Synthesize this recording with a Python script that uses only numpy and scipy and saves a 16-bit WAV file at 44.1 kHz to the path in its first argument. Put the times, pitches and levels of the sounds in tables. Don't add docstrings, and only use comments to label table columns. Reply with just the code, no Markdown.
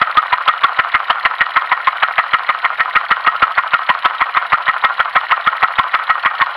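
import sys
import numpy as np
from scipy import signal
from scipy.fft import rfft, irfft
from scipy.io import wavfile
from scipy.ndimage import uniform_filter1d, minimum_filter1d

SR = 44100
rng = np.random.default_rng(int(sys.argv[2]) if len(sys.argv) > 2 else 0)


def boost_factor(decibels):
    exponent = np.asarray(decibels, float) / 20
    return 10 ** exponent


def int16_out(signal):
    q = np.round(np.clip(np.atleast_2d(signal).T, -1, 1) * 32767)
    wavfile.write(sys.argv[1], SR, q.astype(np.int16))


N = 289296

# turns counted, crank tick t/s
CRANK = [(0, -.0815), (5, .6935), (10, 1.4668), (15, 2.2402), (20, 3.0128), (23, 3.4803), (25, 3.7928),
         (30, 4.5843), (33, 5.057), (38, 5.8416), (43, 6.626)]
TICKS = np.interp(np.arange(CRANK[-1][0] + 1), *np.transpose(CRANK))
# first hard blow t/s, flurry
# length/s, shove level/dB, can ring f/Hz, lid level beside the can/dB
SLAM_ROWS = [(0.0161, 0.0086, -29.5, 1342, -7.5), (0.1723, 0.0152, -31, 1244, -14.5),
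             (0.3284, 0.012, -42, 1010, -4), (0.4798, 0.013, -37.5, 1310, -15),
             (0.6384, 0.0115, -33, 1130, -8), (0.7911, 0.011, -32.5, 1400, 0.5),
             (0.9441, 0.0148, -32.5, 1367, 1), (1.1023, 0.0126, -43, 1247, -17.5),
             (1.2521, 0.01, -33, 1305, 2.5), (1.4083, 0.013, -31.5, 1378, 4),
             (1.5622, 0.015, -33.5, 1332, -1), (1.7167, 0.0142, -40.5, 1060, 0.5),
             (1.8719, 0.0133, -41, 1060, -2), (2.0268, 0.0154, -42, 1166, -5.5),
             (2.1811, 0.018, -36.5, 1325, 3), (2.336, 0.013, -33, 1315, -6.5),
             (2.4906, 0.0147, -39, 1230, 0), (2.646, 0.0123, -42.5, 1310, -1),
             (2.7987, 0.0144, -39, 1380, 0), (2.9581, 0.0154, -32.5, 1274, -0.5),
             (3.1113, 0.0132, -31, 1270, -5),
             (3.2706, 0.0148, -33.5, 1254, -6.5), (3.4253, 0.0113, -28.5, 1380, -10),
              (3.5777, 0.0125, -35.5, 1400, -3.5), (3.7345, 0.0155, -36, 1398, -7),
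              (3.8944, 0.0132, -37, 1028, -7.5), (4.051, 0.0143, -36, 1319, -17.5),
              (4.2116, 0.0165, -37.5, 1060, -2.5), (4.3635, 0.0168, -39.5, 1248, -6.5),
              (4.528, 0.0171, -30.5, 1240, -4.5), (4.6804, 0.019, -36, 1052, -0.5),
              (4.8434, 0.0124, -35, 1308, -4.5), (4.9983, 0.011, -37, 1318, -9),
              (5.16, 0.0144, -32, 1290, -7), (5.3128, 0.018, -37, 1060, -10.5),
              (5.468, 0.0136, -34.5, 1267, -13), (5.6291, 0.017, -35.5, 1060, -2.5),
              (5.788, 0.01, -29.5, 1360, -8), (5.9422, 0.0159, -40, 1308, -7),
              (6.0972, 0.0115, -38, 1074, -1), (6.2554, 0.0154, -35, 1090, 0),
              (6.409, 0.019, -34, 1093, -5)]
SLAMS = SLAM_ROWS
MEAN_SHOVE_DB = -36


def flurries():
    # place/share of its length, level/dB, extra lid level/dB, wire jingle level/dB
    flurry_blows = [
        (-.38, -17, 1.5, -20),
        (0, 0, 2.5, -11.5),
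        (0.451, 1, 1.5, -8),
        (0.899, -2, -1.5, -26),
        (1.501, -12.5, 0, -22.5),
    ]
    off_centre_hz = [1060, 1230, 1310, 1380]
    # t/s, level/dB, ring f/Hz
    stray_knocks = [(0.0754, -8.5, 1230), (0.2355, -10.5, 1170), (1.129, -11.5, 1310), (4.35, -7, 1290),
                    (4.6684, -8.5, 1330), (5.377, -12, 1122), (5.5321, -8.5, 1265)]
    place_scatter, blow_scatter_db, jingle_scatter_db = 0.14, 4.5, 10
    blow_per_shove = 0.35
    jingle_per_lid = -0.53
    touch_gain, first_loss = 1.6, 1.3
    rows = []
    all_draws = rng.random((len(SLAMS), len(flurry_blows), 4)) - 0.5
    for (s, length, shove_db, can_hz, lid_db), draws in zip(SLAMS, all_draws):
        for (place, db, extra_db, jingle_db), u in zip(flurry_blows, draws):
            blow_s = s + length * (place + place_scatter * u[0])
            blow_db = db + blow_per_shove * (shove_db - MEAN_SHOVE_DB) + blow_scatter_db * u[1]
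            if place < 0:
                blow_db += touch_gain * s
            if place == 0:
                blow_db -= first_loss * s
            hard = db > -2
            hz = can_hz if hard else off_centre_hz[int((u[2] + 0.5) * len(off_centre_hz))]
            wire_db = jingle_db + jingle_per_lid * (lid_db + 5.5) + jingle_scatter_db * u[3]
            rows.append((blow_s, blow_db, hz, lid_db + extra_db, wire_db))
    return rows + [(s, db, hz, -9, -20) for s, db, hz in stray_knocks]


def blows():
    out, rows = np.zeros(N), flurries()
    for (s, db, hz, lid_db, jingle_db), u in zip(rows, rng.random((len(rows), 4))):
        t60 = np.interp(db, [-8, -1], [0.02, 0.04])
        can = ring(hz, t60, 0.0005, u[0])
        lid = boost_factor(lid_db) * ring(1850 + 270 * u[1] ** 2, 0.013, 0.00074, u[2])
        tin = (can + lid) / np.hypot(1, boost_factor(lid_db))
        wire = ring(2800 + 800 * u[3], 0.0091, 0.00097, u[1])
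        wire += 1.62 * rng.standard_normal(len(wire)) * ring(11500, 0.016, 0.00029)
        add(out, s - 0.0014, boost_factor(db - 2) * (tin + boost_factor(jingle_db) * wire))
    return out


def clicks():
    # t/s, click level/dB
    lid_play = [
        (0, -21),
        (3.1, -19),
        (3.4, -36.5),
        (4.3, -33),
        (4.8, -22),
        (5.9, -18.5),
        (6.05, -33),
        (6.56, -27),
    ]
    tick_scatter_db, lid_scatter_db, link_scatter_db = 2, 7, 5.5
    out = np.zeros(N)
    for s, lid_s, wire_s, u in zip(TICKS, at_angle(0.335), at_angle(0.455), rng.random((len(TICKS), 8))):
        lid_db = np.interp(lid_s, *np.transpose(lid_play)) + lid_scatter_db * (u[5] - 0.5)
        lid = ring(1900 + 60 * u[1], 0.011, 0.00046)
        add(out, lid_s + 0.0011 * u[0], boost_factor(lid_db + 2) * lid)

        tick = ring(1220, 0.009, 0.0007, 0.6)
        tick += 0.15 * ring(2000, 0.004, 0.0008)
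        tick += 0.06 * ring(2800 + 700 * u[4], 0.012, 0.001)
        add(out, s - 0.0008, boost_factor(-8 + tick_scatter_db * (u[7] - 1)) * tick)

        link_db = -22 + link_scatter_db * (u[6] - 0.5)
        link = ring(3000 + 500 * u[2], 0.008, 0.00026)
        link += 1.2 * ring(3750 + 600 * u[3] ** 2, 0.031, 0.00023, u[1])
        link += 0.6 * ring(13000, 0.012, 0.0008)
        add(out, wire_s + 0.0011 * u[4], boost_factor(link_db - 3) * link)
        add(out, wire_s + 0.0036 + 0.0046 * u[3], boost_factor(link_db - 14) * link)
    return out


def can_rattle():
    # f/Hz, width/Hz, level/dB
    can_modes = [(560, 150, -57), (698, 61, -8.5), (822, 81, -9), (1045.4, 88, 0.5), (1170, 27, -4),
                 (1305, 35, -1.5), (1400, 22, -3.5), (1498, 82, -4.5)]
    # crank angle/turns, half width/turns, level/dB
    can_loose = [(0.032, 0.043, -21.5), (0.158, 0.07, -21.5), (.515, 0.043, -23.5), (0.639, 0.048, -11.5),
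                 (.94, .035, -24)]
    return rattle(can_modes, -32.5, can_loose, per_s=1500, spread_db=2.2)


def lid_rattle():
    # f/Hz, width/Hz, level/dB
    lid_modes = [(1724, 140, 1.5), (1858.5, 70, 2.5), (1886, 15, -2.5), (2115, 39, -3.5), (2235, 410, 2.5),
                 (2420, 160, -8)]
    # crank angle/turns, half width/turns, level/dB
    lid_loose = [(.165, .045, -31.5), (0.501, .04, -32), (0.644, 0.059, -14), (0.829, 0.035, -31)]
    return rattle(lid_modes, -37, lid_loose, per_s=1900, spread_db=2.3)


def wire_rattle():
    # f/Hz, width/Hz, level/dB
    wire_modes = [(2760, 67, -13.5), (2952, 150, -2), (3520, 370, -4.5), (3270, 140, -4.5), (3920, 190, -1),
                  (4220, 160, -2), (5100, 1100, -0.5)]
    # crank angle/turns, half width/turns, level/dB
    wire_loose = [(.165, 0.022, -38), (.255, 0.026, -30), (.48, 0.054, -34), (.665, .035, -22),
                  (0.821, 0.026, -38.5), (.955, 0.041, -32)]
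    return rattle(wire_modes, -41.5, wire_loose, per_s=3000, spread_db=2.6)


def pivot_rattle():
    # f/Hz, width/Hz, level/dB
    pivot_modes = [(6470, 850, 1.5), (9500, 1800, 5.5), (10700, 760, 4.5), (11800, 570, -0.5),
                   (12700, 2900, -0.5), (15000, 2000, -0.5)]
    # crank angle/turns, half width/turns, level/dB
    pivot_loose = [(.005, .012, -34), (.19, .03, -35), (0.254, 0.02, -23), (0.316, 0.02, -27),
                   (0.461, .02, -32), (0.531, 0.021, -29), (0.664, 0.06, -23.5), (.835, 0.023, -29),
                   (0.954, 0.014, -34)]
    return rattle(pivot_modes, -39.5, pivot_loose, per_s=5000, spread_db=3)


def rattle(modes, rest_db, loose_at, per_s, spread_db):
    angle = np.arange(1000) / 1000
    power = boost_factor(2 * rest_db)
    for at, half_width, db in loose_at:
        past = (angle - at + 0.5) % 1 - 0.5
        reach = half_width * np.where(past < 0, 0.67, 1.3)
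        power = power + boost_factor(2 * db) * np.exp(-2 * (past / reach) ** 2)
    level = np.interp(crank_angle() % 1, angle, np.sqrt(power))
    play = uniform_filter1d(uniform_filter1d(rng.standard_normal(N), 400), 400)
    play_db = 1.5 * play / play.std()
    contacts = rng.random(N) < per_s / SR
    size = boost_factor(spread_db * np.minimum(rng.exponential(1, N), 4)) * contacts
    drive = size / np.sqrt(np.mean(size ** 2)) * level * boost_factor(play_db)
    out = np.zeros(N)
    for hz, width, db in modes:
        r = np.exp(-np.pi * width / SR)
        pole = r * np.exp(2j * np.pi * hz / SR)
        mode = signal.lfilter([1], [1, -pole], drive * rng.standard_normal(N)).imag
        out += boost_factor(db) * np.sqrt(2 * (1 - r * r)) * mode
    return out / np.linalg.norm(boost_factor([m[2] for m in modes]))


def ring(hz, t60, rise, phase=0):
    t = np.arange(2600) / SR
    shape = (1 - np.exp(-(t / rise) ** 2)) * boost_factor(-60 * t / t60)
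    return shape / shape.max() * np.sin(2 * np.pi * (hz * t + phase))


def crank_angle():
    return np.interp(np.arange(N) / SR, TICKS, np.arange(len(TICKS)))


def at_angle(turns):
    return TICKS[:-1] + turns * np.diff(TICKS)


def add(mix, s, sound):
    if 0 <= s < N / SR:
        part = mix[round(s * SR):][:len(sound)]
        part += sound[:len(part)]


def read(points, hz):
    f, value = np.transpose(points)
    return np.interp(np.log(hz + 1), np.log(f + 1), value)


def thuds():
    out = boost_factor(-44) * signal.lfilter([0.05], [1, -0.95], rng.standard_normal(N))
    for (s, length, shove_db, _, _), u in zip(SLAMS, rng.random((len(SLAMS), 2))):
        push = boost_factor(1.4 * (shove_db - MEAN_SHOVE_DB) - 26) * signal.windows.hann(110)
        add(out, s + 0.2 * length, push)
        add(out, s + 0.18 * length + 0.005 + 0.005 * u[0], (0.9 * u[1] - 0.3) * push)
    return out


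def shed(x):
    # f/Hz, t60/s
    shed_t60 = [(250, 0.048), (1200, 0.18), (4000, 0.046), (12000, 0.11)]
    taps = np.zeros(SR // 2)
    at = np.arange(120, len(taps) - 22, 22)
    taps[at + rng.integers(0, 22, len(at))] = rng.choice([-1., 1.], len(at))
    hz, t, z = signal.stft(taps, SR, nperseg=256)
    decay = boost_factor(-60 * t / read(shed_t60, hz)[:, None])
    tail = signal.istft(z * decay, SR, nperseg=256)[1]
    return signal.fftconvolve(x, tail / np.linalg.norm(tail))[:N]


def scene():
    engine = blows() + clicks()
    engine += can_rattle() + lid_rattle() + wire_rattle() + pivot_rattle()
    engine = signal.sosfilt(signal.butter(4, 570, "high", fs=SR, output="sos"), engine)
    return (engine + boost_factor(-18.5) * shed(engine))[None]


def roll_off(x):
    return signal.sosfilt(signal.butter(12, 15800, fs=SR, output="sos"), x)


def record(dry):
    # f/Hz, level/dB
    mic_colour = [(20, -2), (3000, 3.5), (4500, -9), (5500, -21.5), (6300, -40.5), (7000, -33),
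                  (7600, -39.5), (8050, -50.5), (8500, -39.5), (9500, -31), (11000, -26.5), (13000, -32.5),
                  (15650, -39), (15950, -66.5), (22000, -89.5)]
    ceiling, knee = 0.86, 7
    loud = dry / (1 + abs(dry / ceiling) ** knee) ** (1 / knee)
    hiss = boost_factor(-47) * np.diff(rng.standard_normal(N + 1))
    colour = boost_factor(read(mic_colour, np.fft.rfftfreq(N, 1 / SR)))
    x = irfft(rfft(loud + hiss + thuds()) * colour, N)
    room_left = minimum_filter1d(np.minimum(1, 0.96 / (abs(x) + 1e-9)), 121)
    x = x * uniform_filter1d(uniform_filter1d(room_left, 61), 61)
    return roll_off(x)


dry = scene()
out = record(dry)
int16_out(out)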